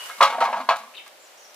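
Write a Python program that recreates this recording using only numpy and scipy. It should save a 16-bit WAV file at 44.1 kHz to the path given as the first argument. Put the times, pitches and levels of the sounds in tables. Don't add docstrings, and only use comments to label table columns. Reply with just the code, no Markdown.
import sys
import numpy as np
from scipy import signal
from scipy.fft import rfft, irfft
from scipy.io import wavfile

SR = 44100
rng = np.random.default_rng(int(sys.argv[2]) if len(sys.argv) > 2 else 0)


def wav_record(signal):
    frames = np.transpose(np.atleast_2d(signal))
    bounded = np.clip(frames, -1, 1)
    quanta = np.round(bounded * 32767).astype(np.int16)
    wavfile.write(sys.argv[1], SR, quanta)


N = 68355

# [f/Hz, density/dB]
WASH_SPECTRUM = [(18, -81), (30, -51), (332, -13.5), (369, -9), (420, -12), (561, -2.5), (1080, -9.5),
                 (1330, -9), (4660, -14.5), (6890, -18), (15500, -25.5)]
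WASH_RMS_DB = -50.5
# [f/Hz, correlation/1]
LIKENESS_BY_HZ = [(60, 0.41), (130, 0.21), (290, 0.23), (640, 0.84), (1410, 0.05), (3100, 0.26),
                  (6820, -0.15), (15000, 0.17)]

# [t/s, level/dB]
RUSTLE_LEVEL = [(0.0, -45), (0.098, -45.5), (0.25, -52.5), (0.846, -61), (1.062, -66.5), (1.55, -62.5)]
# [f/Hz, density/dB]
LEAF_SPECTRUM = [(180, -69), (300, -21), (835, -11.5), (1020, -6), (2610, -10.5), (2880, -7), (3450, -13.5),
                 (10300, -16), (15500, -23.5)]
# [t/s, burst gain/dB]
SNAPS = [(0.0386, -31.5), (0.048, -39), (0.06, -35), (0.07, -36), (0.1794, -43), (0.768, -34.5),
         (0.779, -44), (1.0783, -37.5), (1.5444, -39)]
LEAF_TRIM_DB, GRAINS_PER_S = 6, 1300
TICK_HZ, TICK_DECAY_S = 7900, 0.0031

# [t/s, length/s, start f/Hz, end f/Hz, level/dB, roughness/1 (clipped to 0-1),
# left minus right/dB]
BIRD_NOTES = [(-.02, 0.067, 2934, 2900, -35.5, 0.2, -2), (0.103, 0.043, 2150, 2165, -43, 0.03, -1),
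              (0.937, 0.024, 2278, 3090, -40, 0.47, 4), (0.947, 0.013, 3622, 4329, -44.5, 0.5, 7),
              (0.965, 0.028, 3900, 2477, -39.5, 0.77, 3.5), (0.99, 0.02, 2690, 2280, -41, 0.5, -1),
              (1.195, 0.0613, 7080, 7620, -61.5, .95, 7), (1.238, 0.042, 6850, 6820, -58, 0.33, 6),
              (1.257, 0.0255, 5600, 6116, -60, 1.11, 2), (1.294, 0.0634, 7220, 7210, -66, .95, -4),
              (1.369, 0.048, 5780, 5739, -53, 0.25, -9), (1.375, 0.062, 6700, 6490, -57, .3, 8),
              (1.424, 0.039, 6077, 5390, -50, 0.55, 5.5), (1.465, 0.053, 5785, 5900, -55.5, .4, -1)]
NOTE_EDGE_S, FLUTTER_HZ = 0.0038, 353

# [f/Hz, level/dB, t60/s before grip damping]
CAN_MODES = [(547.7, -19, 0.335), (668.2, -6, 0.1646), (725, -7.5, 0.12), (847, -19, 0.43),
             (926.5, -9, 0.36), (989, -13.5, 0.094), (1052, -5, 0.04), (1080, -12.5, 0.06),
             (1147, -3, 0.12), (1238, -8.5, 0.11), (1302, -11, 0.22), (1454, -12.5, 0.1), (1637, -9, 0.13),
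             (1770, -19, 0.213), (2102, -14.5, 0.126), (2196, -17, .25), (2316, -14.5, 0.1),
             (2507, -14, 0.086), (2687, -38, 0.175)]
# [f/Hz, level/dB]
CROWD_LEVEL = [(500, -27.5), (1000, -17.5), (1500, -24.5), (2600, -24), (4300, -30), (6000, -37.5),
               (9000, -45.5), (15500, -56)]
# [f/Hz, t60/s before grip damping]
CROWD_DECAY = [(500, 0.19), (1400, 0.21), (4000, 0.15), (15500, 0.105)]
FAVOUR_DB, FAVOUR_WIDTH_OCT = 9, 0.18
SPOT_DB = 4
CONTACT_RISE_S = 0.001
HOLLOW_HZ, HOLLOW_T60_S, HOLLOW_TRIM_DB = 222.3, 0.16, 0.5
APART_HZ, LEFT_TREBLE_DB = 3550, 2
RIGHT_LAG_S, RADIATES_ABOVE_HZ = 0.000045, 388

# [t/s, level/dB]
RATTLE_LEVEL = [(0.2, -38), (0.254, -45), (0.378, -35), (0.418, -23.5), (0.57, -24.5), (0.708, -37),
                (0.818, -38.5), (0.9, -49)]
RATTLE_SPOTS, RATTLE_PER_S, RATTLE_TRIM_DB = 8, 400, -9
RATTLE_GRIP_T60_S, RATTLE_TILT_DB_PER_OCT, RATTLE_BOOM_DB = 0.18, 1.5, -23.5

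# [t/s, level before trim/dB, tilt above 1 kHz/(dB/octave), favoured f/Hz,
# t60 of grip or ground/s, hollow boom before its trim/dB re knock level, boom f/Hz]
KNOCK_EVENTS = [(0.097, -27, 3.5, 1400, 0.66, -45, 244), (0.181, -38.5, 8, 1170, 0.54, -16, 216),
                (0.206, -6.5, 0, 1020, 0.34, -42, 257), (0.209, -8, 3, 925, 0.68, -47, 255),
                (0.218, -2, -4.5, 1205, 0.64, -48, 253), (0.225, -2, 3.5, 1015, 0.73, -48, 254),
                (0.236, -8, 3, 1140, 0.37, -58, 253), (0.25, -13.5, 4, 1230, 0.52, -52, 205),
                (0.264, -17.5, 2, 1020, 0.47, -35, 198), (0.276, -20, 4.5, 861, 0.81, -35, 261),
                (0.3, -18.5, 3, 890, 0.72, -29, 259), (0.325, -15, -1.5, 857, 0.53, -46, 210),
                (0.344, -18.5, -2, 850, 1, -28, 252), (0.382, -19, -2.5, 665, 0.78, -22, 246),
                (0.404, -17, 4, 1295, 0.45, -34, 215), (0.412, -6.5, -2.5, 820, 0.55, -43, 253),
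                (0.42, -8, -0.5, 800, 0.32, -34.5, 252), (0.44, -30, 8, 1240, 0.5, -38, 215),
                (0.451, -13.5, 0.5, 1075, 0.55, -38, 220), (0.473, -12, -10.5, 910, 0.5, -37, 247),
                (0.485, -16.5, -6, 954, 0.97, -35, 250), (0.528, -11.5, -2.5, 910, 1, -34, 242),
                (0.562, -23, -1.5, 1070, 0.53, -25, 218), (0.574, -18.5, -8, 910, 0.65, -19.5, 214),
                (0.601, -19, -2, 1080, 0.42, -17, 257), (0.61, -30, 3.5, 1030, 0.38, -29, 246),
                (0.689, -3.5, 1, 984, 0.35, -41.5, 259), (0.704, -7, 0, 960, 0.6, -48, 196),
                (0.72, -14.5, -0.5, 1160, 0.49, -55, 194), (0.737, -20, -0.5, 1020, 0.24, -40, 204),
                (0.758, -25.5, 4.5, 877, 0.6, -34, 245), (0.786, -39.5, 9, 958, 0.6, -35, 210),
                (0.835, -38, 3, 1082, 0.71, -22, 238), (0.873, -38.5, -2, 1089, 0.67, -20, 248),
                (1.062, -41, 6.5, 1140, 1, -37, 250)]
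KNOCK_TRIM_DB = -11

NEAR_ECHO_DB, NEAR_T60_S = -20.5, 0.47
FAR_ECHO_DB, FAR_T60_S = -4, 0.37
ECHO_CUT_HZ, ECHO_APART_HZ = 7400, 1800
STOPBAND_HZ = 16000


def amp(db):
    return 10 ** (np.asarray(db) / 20)


def unit(x):
    return x / np.sqrt(np.mean(x ** 2) + 1e-20)


def curve(rows):
    return np.interp(np.arange(N) / SR, *np.transpose(rows))


def at_hz(points, hz):
    points_hz, values = np.array(points).T
    return np.interp(np.log(hz), np.log(points_hz), values)


def add(out, start_s, sound):
    i = int(start_s * SR)
    sound = sound[..., max(-i, 0):N - i]
    first = max(i, 0)
    out[..., first:first + sound.shape[-1]] += sound


def colour(pair, spectrum):
    hz = np.maximum(np.arange(N // 2 + 1) * SR / N, 1)
    alike = np.clip(at_hz(LIKENESS_BY_HZ, hz), -1, 1)
    mid, side = rfft(pair) * amp(at_hz(spectrum, hz)) * np.sqrt([1 + alike, 1 - alike])
    return unit(irfft(np.array([mid + side, mid - side]), N))


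def clicks(per_s, spread_db, shape):
    size_db = spread_db * np.minimum(rng.exponential(1, shape), 4)
    signed = amp(size_db) * rng.choice([-1, 1], shape)
    return signed * (rng.random(shape) < per_s / SR)


def echoes(x, db, t60_s):
    t = np.arange(SR // 2) / SR
    decay = amp(-60 * t / t60_s) * (t > 0.004)
    mid, side = rng.standard_normal((2, len(t))) * decay
    side = signal.lfilter(*signal.butter(2, ECHO_APART_HZ, "high", fs=SR), side)
    tail = signal.lfilter(*signal.butter(1, ECHO_CUT_HZ, fs=SR), [mid + side, mid - side])
    tail = tail / np.sqrt(np.sum(tail ** 2) / 2)
    return amp(db) * signal.fftconvolve(x, tail, axes=1)[:, :N]


def wash():
    return amp(WASH_RMS_DB) * colour(rng.standard_normal((2, N)), WASH_SPECTRUM)


def leaf_rustle():
    grain = clicks(GRAINS_PER_S, 4.8, (2, N)) + 0.5 * rng.standard_normal((2, N))
    return amp(curve(RUSTLE_LEVEL) + LEAF_TRIM_DB) * colour(grain, LEAF_SPECTRUM)


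def leaf_ticks():
    out = np.zeros((2, N))
    t = np.arange(SR // 50) / SR
    band = signal.butter(1, [TICK_HZ * 0.18, TICK_HZ * 1.62], "band", fs=SR, output="sos")
    puffs = signal.sosfilt(band, rng.standard_normal((len(SNAPS), 2, len(t))))
    for (start_s, db), puff in zip(SNAPS, puffs):
        add(out, start_s, amp(db) * puff * np.exp(-t / TICK_DECAY_S))
    return out


def birds():
    out = np.zeros((2, N))
    lowpass = signal.butter(2, FLUTTER_HZ, fs=SR, output="sos")
    flutter = unit(signal.sosfilt(lowpass, rng.standard_normal((len(BIRD_NOTES), 2, SR // 8))))
    flutter = flutter[..., SR // 100:]
    for note, (real, imag) in zip(BIRD_NOTES, flutter):
        start_s, length_s, hz0, hz1, db, rough, pan_db = note
        t = np.arange(int(length_s * SR)) / SR
        rough = np.clip(rough, 0, 1)
        shake = 1 - rough + rough * (real + 1j * imag)[:len(t)]
        edge = np.clip(np.minimum(t, length_s - t) / NOTE_EDGE_S, 0, 1)
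        cycles = hz0 * t + (hz1 - hz0) * t ** 2 / length_s / 2
        tone = (shake * np.exp(2j * np.pi * cycles)).imag * edge
        add(out, start_s, tone * amp([[db + pan_db / 2], [db - pan_db / 2]]))
    return out


def shell():
    crowd_hz = 500 + 15000 * np.sort(rng.random(size=420)) ** 1.6
    crowd = np.transpose([crowd_hz, at_hz(CROWD_LEVEL, crowd_hz), at_hz(CROWD_DECAY, crowd_hz)])
    hz, mode_db, t60_s = np.vstack([CAN_MODES, crowd]).T
    t = np.arange(SR // 5) / SR
    rings = amp(-60 * np.outer(1 / t60_s, t)) * np.exp(2j * np.pi * np.outer(hz, t))
    swell = amp(-60 * t / HOLLOW_T60_S) * (1 - np.exp(-t / 0.004))
    apart = hz ** 2 / (hz ** 2 + APART_HZ ** 2)
    ear_db = np.outer([0.5, -0.5], LEFT_TREBLE_DB * apart)
    lag_rad = np.outer([0, 1], 2 * np.pi * hz * RIGHT_LAG_S)
    radiation = signal.butter(2, RADIATES_ABOVE_HZ, "high", fs=SR)

    def blow(tilt_db_per_oct, best_hz, grip_t60_s, boom_db, boom_hz):
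        spot, phase, left, right = rng.standard_normal((4, len(hz)))
        tilt_db = tilt_db_per_oct * np.log2(np.maximum(hz / 1000, 1))
        favour_db = FAVOUR_DB * np.exp(-(np.log2(hz / best_hz) / FAVOUR_WIDTH_OCT) ** 2)
        level_db = mode_db + tilt_db + SPOT_DB * spot + favour_db
        phase_rad = 1.42 * phase + apart * np.array([left, right]) - lag_rad
        start = amp(level_db + ear_db) * np.exp(1j * phase_rad)
        envelope = (1 - np.exp(-t / CONTACT_RISE_S)) * amp(-60 * t / max(grip_t60_s, 0.03))
        boom_gain = amp(boom_db + HOLLOW_TRIM_DB - KNOCK_TRIM_DB)
        boom = boom_gain * swell * np.sin(2 * np.pi * boom_hz * t)
        return signal.lfilter(*radiation, (start @ rings).imag * envelope) + boom
    return blow


def rattle(blow):
    touches = clicks(RATTLE_PER_S / RATTLE_SPOTS, 3.0, (RATTLE_SPOTS, 1, N))
    out = np.zeros((2, N))
    for spot_touches in touches:
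        best_hz = rng.uniform(510, 1056)
        ring = blow(RATTLE_TILT_DB_PER_OCT, best_hz, RATTLE_GRIP_T60_S, RATTLE_BOOM_DB, HOLLOW_HZ)
        out += signal.fftconvolve(spot_touches, ring, axes=1)[:, :N]
    t = np.arange(N) / SR
    begun = t > RATTLE_LEVEL[0][0]
    fade = np.clip((RATTLE_LEVEL[-1][0] - t) * 20, 0, 1)
    return unit(out) * amp(curve(RATTLE_LEVEL) + RATTLE_TRIM_DB) * begun * fade


def knocks(blow):
    out = np.zeros((2, N))
    for start_s, level_db, *how in KNOCK_EVENTS:
        add(out, start_s, amp(level_db + KNOCK_TRIM_DB) * blow(*how))
    return out


def scene():
    blow = shell()
    cans = knocks(blow) + rattle(blow)
    song = birds()
    background = wash() + leaf_rustle() + leaf_ticks()
    song_echo = echoes(song, FAR_ECHO_DB, FAR_T60_S)
    can_echo = echoes(cans, NEAR_ECHO_DB, NEAR_T60_S)
    return background + song + song_echo + cans + can_echo


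def record(dry):
    rounded = 1.3 * np.tanh(dry / 1.3)
    return signal.sosfilt(signal.cheby2(20, 80, STOPBAND_HZ, fs=SR, output="sos"), rounded)


dry = scene()
out = record(dry)
wav_record(out)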